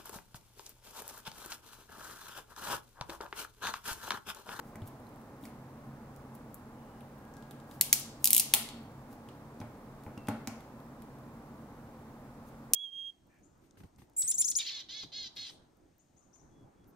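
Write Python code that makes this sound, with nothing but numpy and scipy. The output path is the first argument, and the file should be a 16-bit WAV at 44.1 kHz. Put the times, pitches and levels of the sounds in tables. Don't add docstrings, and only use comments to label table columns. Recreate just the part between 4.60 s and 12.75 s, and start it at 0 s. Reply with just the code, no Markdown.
import sys
import numpy as np
from scipy import signal
from scipy.fft import rfft, irfft
from scipy.io import wavfile
from scipy.ndimage import uniform_filter1d, minimum_filter1d

SR = 44100
rng = np.random.default_rng(int(sys.argv[2]) if len(sys.argv) > 2 else 0)


def voltage_ratio(level):
    return 10 ** (np.asarray(level, float) / 20)


def to_wav(sig):
    pcm = np.clip(np.atleast_2d(sig), -1, 1) * 32767
    pcm = np.round(pcm).astype(np.int16)
    wavfile.write(sys.argv[1], SR, pcm.T)


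N = 359415

# (frequency [Hz], pawl level [dB], tick level [dB])
PARTS = [(3500, -26, -14.5), (6095, -18, -17.5), (9730, -14, -11), (13750, -17, -16)]


def add(out, s, x):
    i = int(s * SR)
    out[..., i:i + x.shape[-1]] += x[..., :N - i]


def peak(x, db):
    return x * voltage_ratio(db) / np.abs(x).max()


def walk(rate):
    k = int(SR / rate)
    steps = np.repeat(rng.standard_normal(N // k + 1), k)
    x = uniform_filter1d(uniform_filter1d(steps, k), k)[:N]
    return x / x.std()


def causal(gain):
    cepstrum = irfft(np.log(gain))
    half = len(cepstrum) // 2
    cepstrum[1:half] *= 2
    cepstrum[half + 1:] = 0
    return np.exp(rfft(cepstrum))


def diffuse(size, gain_at):
    spacing_m, sound_speed = .07, 343
    hz = np.maximum(np.fft.rfftfreq(size, 1 / SR), 1)
    alike = .997 * np.sinc(2 * hz * spacing_m / sound_speed)
    mid, side = rfft(rng.standard_normal((2, size))) * gain_at(hz)
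    mid = mid * np.sqrt((1 + alike) / 2)
    side = side * np.sqrt((1 - alike) / 2)
    return irfft(np.array([mid + side, mid - side]), size)


def steel(events, part_db, room_db, slip_db, chatter_db, chatter_ms, askew):
    # (frequency [Hz], level [dB])
    steel_spectrum = [(500, -50.5), (1400, -18.5), (2200, 0), (3300, 5), (6000, 2.5), (9700, 2),
                      (13600, 4.5), (15800, -1), (20000, -22)]
    slip_ms = .33
    lead = .85
    dull_room_db = 0.3
    size, land = 1024, 128
    direct, blows = np.zeros((2, N)), np.zeros(N)
    hz = np.fft.rfftfreq(size, 1 / SR) + 1
    ms = (np.arange(size) - land) * 1000 / SR
    steel_hz, steel_db = np.transpose(steel_spectrum)
    base_db = np.interp(np.log(hz), np.log(steel_hz), steel_db)
    parts_hz = np.transpose(PARTS)[0]
    blow = 1. * (ms == 0)
    scrape = voltage_ratio(slip_db) * np.exp(ms / slip_ms)
    chatter = voltage_ratio(chatter_db) * np.exp(-ms / chatter_ms)
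    shape = np.where(ms < 0, scrape, chatter)
    early = np.exp(1j * np.pi * hz * np.array([[lead], [-lead]]) / SR)
    for s, db, bright_db, ring_db in events:
        jaws_db = ring_db * (parts_hz == parts_hz[1])
        own_db = part_db + bright_db * np.log2(parts_hz / 6800) + jaws_db
        colour = causal(voltage_ratio(base_db + np.interp(np.log(hz), np.log(parts_hz), own_db)))
        contacts = voltage_ratio(2.5 * rng.exponential(size=size) - 1)
        shared, left, right = rng.standard_normal((3, size)) * contacts
        apart = rfft(shape * np.array([left, right])) * askew * hz / 10000
        pair = irfft((rfft(blow + shape * shared) * early + apart) * colour, size)
        pair = pair * voltage_ratio(db - 20) / pair.std()
        plain = irfft(rfft(blow) * colour, size)
        plain = plain * voltage_ratio(room_db - dull_room_db * bright_db) * pair.std() / plain.std()
        start = s + .0012 - land / SR
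        add(direct, start, pair)
        add(blows, start, plain)
    return direct, blows


def pawl_snaps():
    # (time [s], peak [dB], brightness [dB per octave], ring of the jaws [dB])
    snap_events = [(3.21, -4.5, -1, -2.5), (3.3272, -0.5, -0.4, 3), (3.6422, -4, 3.5, -1),
                   (3.6547, -5.5, 1, -1.1), (3.6723, -8, -0.9, 0.5), (3.7044, -7, 0.5, -4.5),
                   (3.73, -2, 1.5, -1), (3.7467, -5.5, 1, -5.5), (3.7641, -4, 0, -4.5), (3.7786, -6, 0, -2),
                   (3.796, -7, -2, 2.5), (3.9368, 0.5, -3, -7), (8.1341, -2.5, 1.5, 5),
                   (3.7985, -9, 1.5, 0.6)]
    pawl_db = np.transpose(PARTS)[1]
    return steel(snap_events, pawl_db, room_db=-4.5, slip_db=-11.0, chatter_db=-3.5, chatter_ms=1.0, askew=0.44)


def small_ticks():
    # (time [s], peak [dB], brightness [dB per octave], ring of the jaws [dB])
    tick_events = [(0.156, -42, 4, 10), (0.218, -48, -9.5, -1), (0.2739, -38.5, 7, -7),
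                   (0.4902, -53, 1.5, 2), (0.837, -46, -6, -9), (0.853, -40.5, -1, 10),
                   (1.5612, -45.5, 3, 7), (1.7504, -41, 6.5, -1), (1.9426, -32.5, 13.5, 6),
                   (2.4064, -48.5, -5, -20), (2.7376, -48, 2, 21), (2.767, -46.5, -1.1, 9),
                   (2.8236, -49, -9, 9), (2.909, -38.5, -1.5, -2), (2.9993, -49.5, -4, 6),
                   (3.1112, -43, -5, 6), (3.3962, -28, 13, 6), (4.0879, -31.5, -7, 1.5),
                   (4.6867, -43.5, -8.5, 4), (5.001, -41.5, -3, 9), (5.0138, -47, -9, -3),
                   (5.4351, -48.5, 0.5, 2), (5.5764, -45.5, -2, 5), (5.6705, -40.5, -4, 3.5),
                   (5.6848, -28, -3, 1), (5.8723, -25, 0, 14), (6.005, -48, -4, -2.5), (6.42, -45, 0, 2)]
    faint_times = [0.2567, 0.4, 0.4672, 0.559, 0.6144, 0.8104, 0.825, 0.884, 0.8964, 2.581, 2.651, 4.2312,
                   6.2009, 6.5844]
    faint_ticks = [(s, -53, 1, -4) for s in faint_times]
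    tick_db = np.transpose(PARTS)[2]
    return steel(sorted(tick_events + faint_ticks), tick_db, room_db=-3.0, slip_db=-3.5,
                 chatter_db=6, chatter_ms=0.95, askew=0.77)


def rings():
    # (time [s], frequency [Hz], level [dB], t60 [s])
    loose_rings = [(4.089, 4330, -58, .6), (5.59, 2680, -62, .6), (5.576, 2760, -52, .1),
                   (5.576, 5400, -57, .03), (.468, 4100, -64, .025)]
    # (time [s], frequency [Hz], level [dB], t60 [s])
    jaw_clanks = [(3.2119, 4400, -22, .009), (3.2116, 11500, -19, .012), (3.3284, 14300, -17, .008),
                  (3.2119, 2000, -33, .012), (3.3288, 5800, -23, .01), (3.3286, 2230, -25, .014),
                  (3.9381, 3200, -13, .005), (3.9383, 4300, -21, .006), (8.1354, 4300, -23, .005),
                  (.1565, 1900, -46, .012)]
    out, t = np.zeros(N), np.arange(SR // 2) / SR
    for s, hz, db, t60 in loose_rings + jaw_clanks:
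        decay = voltage_ratio(db - 60 * t / t60 + 3 * walk(60)[:len(t)])
        onset = np.minimum(t / .0004, 1)
        tones = np.sin(2 * np.pi * hz * t) + .45 * np.sin(2 * np.pi * 1.012 * hz * t)
        add(out, s, decay * onset * tones)
    return out


def desk():
    # (time [s], peak [dB], hardness [dB per octave], boom of the panel [dB])
    bump_events = [(0.155, -36, -1, 1), (0.22, -29.5, -9, -23), (0.83, -33.5, -4.5, 19),
                   (0.853, -43.5, 17, -5), (3.212, -42.5, 9.5, -7), (3.328, -31.5, 8, -20),
                   (3.938, -26.5, 2.5, -9.5), (5.001, -31.5, -4.5, 15), (5.014, -31, -2.2, 3),
                   (5.464, -32, -3, -5), (5.477, -36.5, -4.5, 3), (5.574, -32, -3.5, 10),
                   (5.684, -18.5, -1.5, 10.5), (5.694, -32, -5.5, 10), (5.873, -28, 4.5, 25),
                   (5.882, -31.5, -9, 22)]
    # (frequency [Hz], level [dB], t60 [s])
    desk_modes = [(105, 1, 0.15), (218.4, 0.5, 0.11), (296.6, -3.5, 0.083), (437, 3, 0.019),
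                  (646.8, 0, 0.042), (830, -1, 0.0375), (1056, -1.5, 0.0281), (1415, 7.5, 0.012),
                  (1767.5, 4.5, 0.0066), (2195, 9.5, 0.0059)]
    panel_hz, panel_octaves = 250, 0.35
    out, t = np.zeros(N), np.arange(SR // 4) / SR
    hz, mode_db, t60 = np.transpose(desk_modes)[:, :, None]
    octaves = np.log2(hz / panel_hz)
    boom_shape = np.exp(-(octaves / panel_octaves) ** 2)
    polarity = (-1) ** np.arange(len(desk_modes))[:, None]
    for s, db, hard_db, boom_db in bump_events:
        level_luck, pitch_luck = rng.standard_normal((2, len(desk_modes), 1))
        start_db = mode_db + hard_db * octaves + boom_db * boom_shape + 1.5 * level_luck
        tones = np.sin(2 * np.pi * hz * (1 + 0.029 * pitch_luck) * t)
        ring = np.sum(voltage_ratio(start_db - 60 * t / t60) * tones * polarity, axis=0)
        push = 1 - np.exp(-t / 0.0003)
        add(out, s, peak(ring * push, db - 3.0))
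    return out


def rustles():
    # (middle time [s], length [s], level [dB], centre frequency [Hz])
    slides = [(0.08, 0.041, -69, 11100), (0.275, 0.016, -58.5, 11600), (0.851, 0.036, -61, 11000),
              (1.749, 0.011, -66, 11000), (2.783, 0.026, -75, 8000), (3.132, 0.066, -65, 9000),
              (3.642, 0.046, -59, 10000), (4.522, 0.033, -66, 7960), (5.451, 0.032, -70.5, 11000),
              (7.878, .03, -70, 9000)]
    reach = .12
    out = np.zeros(N)
    t = np.arange(-int(reach * SR), int(reach * SR)) / SR
    for s, length, db, hz in slides:
        strength = np.repeat(rng.exponential(size=len(t) // 30 + 1), 30)[:len(t)]
        grains = rng.standard_normal(len(t)) * voltage_ratio(2.4 * strength)
        band = [0.49 * hz, min(4.8 * hz, .45 * SR)]
        grains = signal.sosfilt(signal.butter(1, band, "band", fs=SR, output="sos"), grains)
        burst = voltage_ratio(db) * grains / grains.std() * np.exp(-2 * (t / length) ** 2)
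        cut = max(0, int((reach - s) * SR) + 1)
        add(out, s + t[cut], burst[cut:])
    return out


def room():
    # (delay [ms], level [dB], lag of left behind right [samples])
    early_echoes = [(2.4, -19.5, -4.5), (4.1, -20, 5), (6.6, -15, -1), (10.2, -15, 12)]
    # (frequency [Hz], t60 [s], level [dB])
    room_bands = [(201, 0.94, -49), (710, 0.43, -26.5), (1530, 0.67, -34), (3000, 0.55, -32),
                  (6000, 0.44, -34), (10000, .3, -32.5), (15114, 0.19, -30.5)]
    size = 1 << 15
    t, hz = np.arange(size) / SR, np.fft.rfftfreq(size, 1 / SR)
    paths = np.ones((2, len(hz)), complex)
    for ms, db, lag in early_echoes:
        delay = ms / 1000 + np.array([[lag], [-lag]]) / 2 / SR
        paths += voltage_ratio(db) * np.exp(-2j * np.pi * hz * delay)
    tail, centres = 0, np.log(np.array(room_bands)[:, 0])
    for k, (_, t60, db) in enumerate(room_bands):
        chosen = np.arange(len(room_bands)) == k
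        band = diffuse(size, lambda f: np.sqrt(np.interp(np.log(f), centres, chosen)))
        tail = tail + voltage_ratio(db - 60 * t / t60) * band
    build_up = np.clip(t / 0.0023, 0, 1) * (1 + 1.6 * np.exp(-t / 0.0041))
    return irfft(paths, size)[:, :1024], tail * build_up


def squeals():
    # (start [s], end [s], frequency [Hz], wander [Hz], level [dB])
    far_squeals = [(2.14, 2.5, 2820, 40, -79), (2.14, 2.55, 3000, 40, -80), (2.32, 2.5, 1635, 4, -69),
                   (2.57, 3.6, 1630, 4, -68)]
    out, t = 0, np.arange(N) / SR
    for start, end, hz, width_hz, db in far_squeals:
        phase = 2 * np.pi * np.cumsum(hz + width_hz * walk(40)) / SR
        gate = np.clip(np.minimum((t - start) / .03, (end - t) / .2), 0, 1)
        fading = voltage_ratio(db + 3.5 * np.array([walk(25), walk(25)]))
        out = out + fading * gate * np.sin(phase + np.array([[0], [.8]]))
    return out


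def ventilation():
    # (frequency [Hz], density [dB per Hz])
    air_spectrum = [(12, -44), (20, -9.5), (70, -11), (134, -6.5), (187, -10), (228, -4.5), (357, -14),
                    (513, -12), (759, -17), (825, -13.5), (923, -16.5), (1030, -15.5), (3070, -37),
                    (11800, -41.5), (16000, -40)]
    # (frequency [Hz], width [Hz], level [dB])
    duct_modes = [(135.1, 12, 10.5), (227.5, 19, 6), (300, 60, 3), (780, 120, 2.5)]
    air_hz, air_db = np.transpose(air_spectrum)

    def colour(f):
        resonance_db = sum(db / (1 + (2 * (f - hz) / w) ** 2) for hz, w, db in duct_modes)
        return voltage_ratio(np.interp(np.log(f), np.log(air_hz), air_db) + resonance_db)
    low = diffuse(N, lambda f: colour(f) * (f < 400)) * voltage_ratio(0.31 * walk(3.1))
    high = diffuse(N, lambda f: colour(f) * (f >= 400)) * voltage_ratio(0.12 * walk(1.4))
    air = (low + high) * voltage_ratio(np.array([[-.25], [.25]]))
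    air[0] = np.roll(air[0], -4)
    return air * voltage_ratio(-50) / air.mean(axis=0).std()


def scene():
    snaps, snap_blows = pawl_snaps()
    ticks, tick_blows = small_ticks()
    skin, bumps = rustles(), desk()
    echoes, tail = room()
    near = snaps + ticks + skin + bumps + rings()
    into_room = snap_blows + tick_blows + skin + voltage_ratio(0.5) * bumps
    direct = signal.fftconvolve(near, echoes, axes=1)
    wet = signal.fftconvolve(into_room[None], tail, axes=1)
    balance = voltage_ratio(np.array([[.4], [-.4]]))
    return (direct[:, :N] + wet[:, :N]) * balance + squeals() + ventilation()


def low_pass(x):
    return signal.sosfilt(signal.butter(12, 17100, fs=SR, output="sos"), x)


def record(dry):
    ceiling, hold = 1.08, 45
    gain = minimum_filter1d(ceiling / np.maximum(np.abs(dry).max(axis=0), ceiling), size=hold)
    rounded = dry * uniform_filter1d(gain, size=hold)
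    top_cut = signal.ellip(7, .5, 38, 15720, fs=SR, output="sos")
    return low_pass(signal.sosfilt(top_cut, rounded))


dry = scene()
out = record(dry)
to_wav(out)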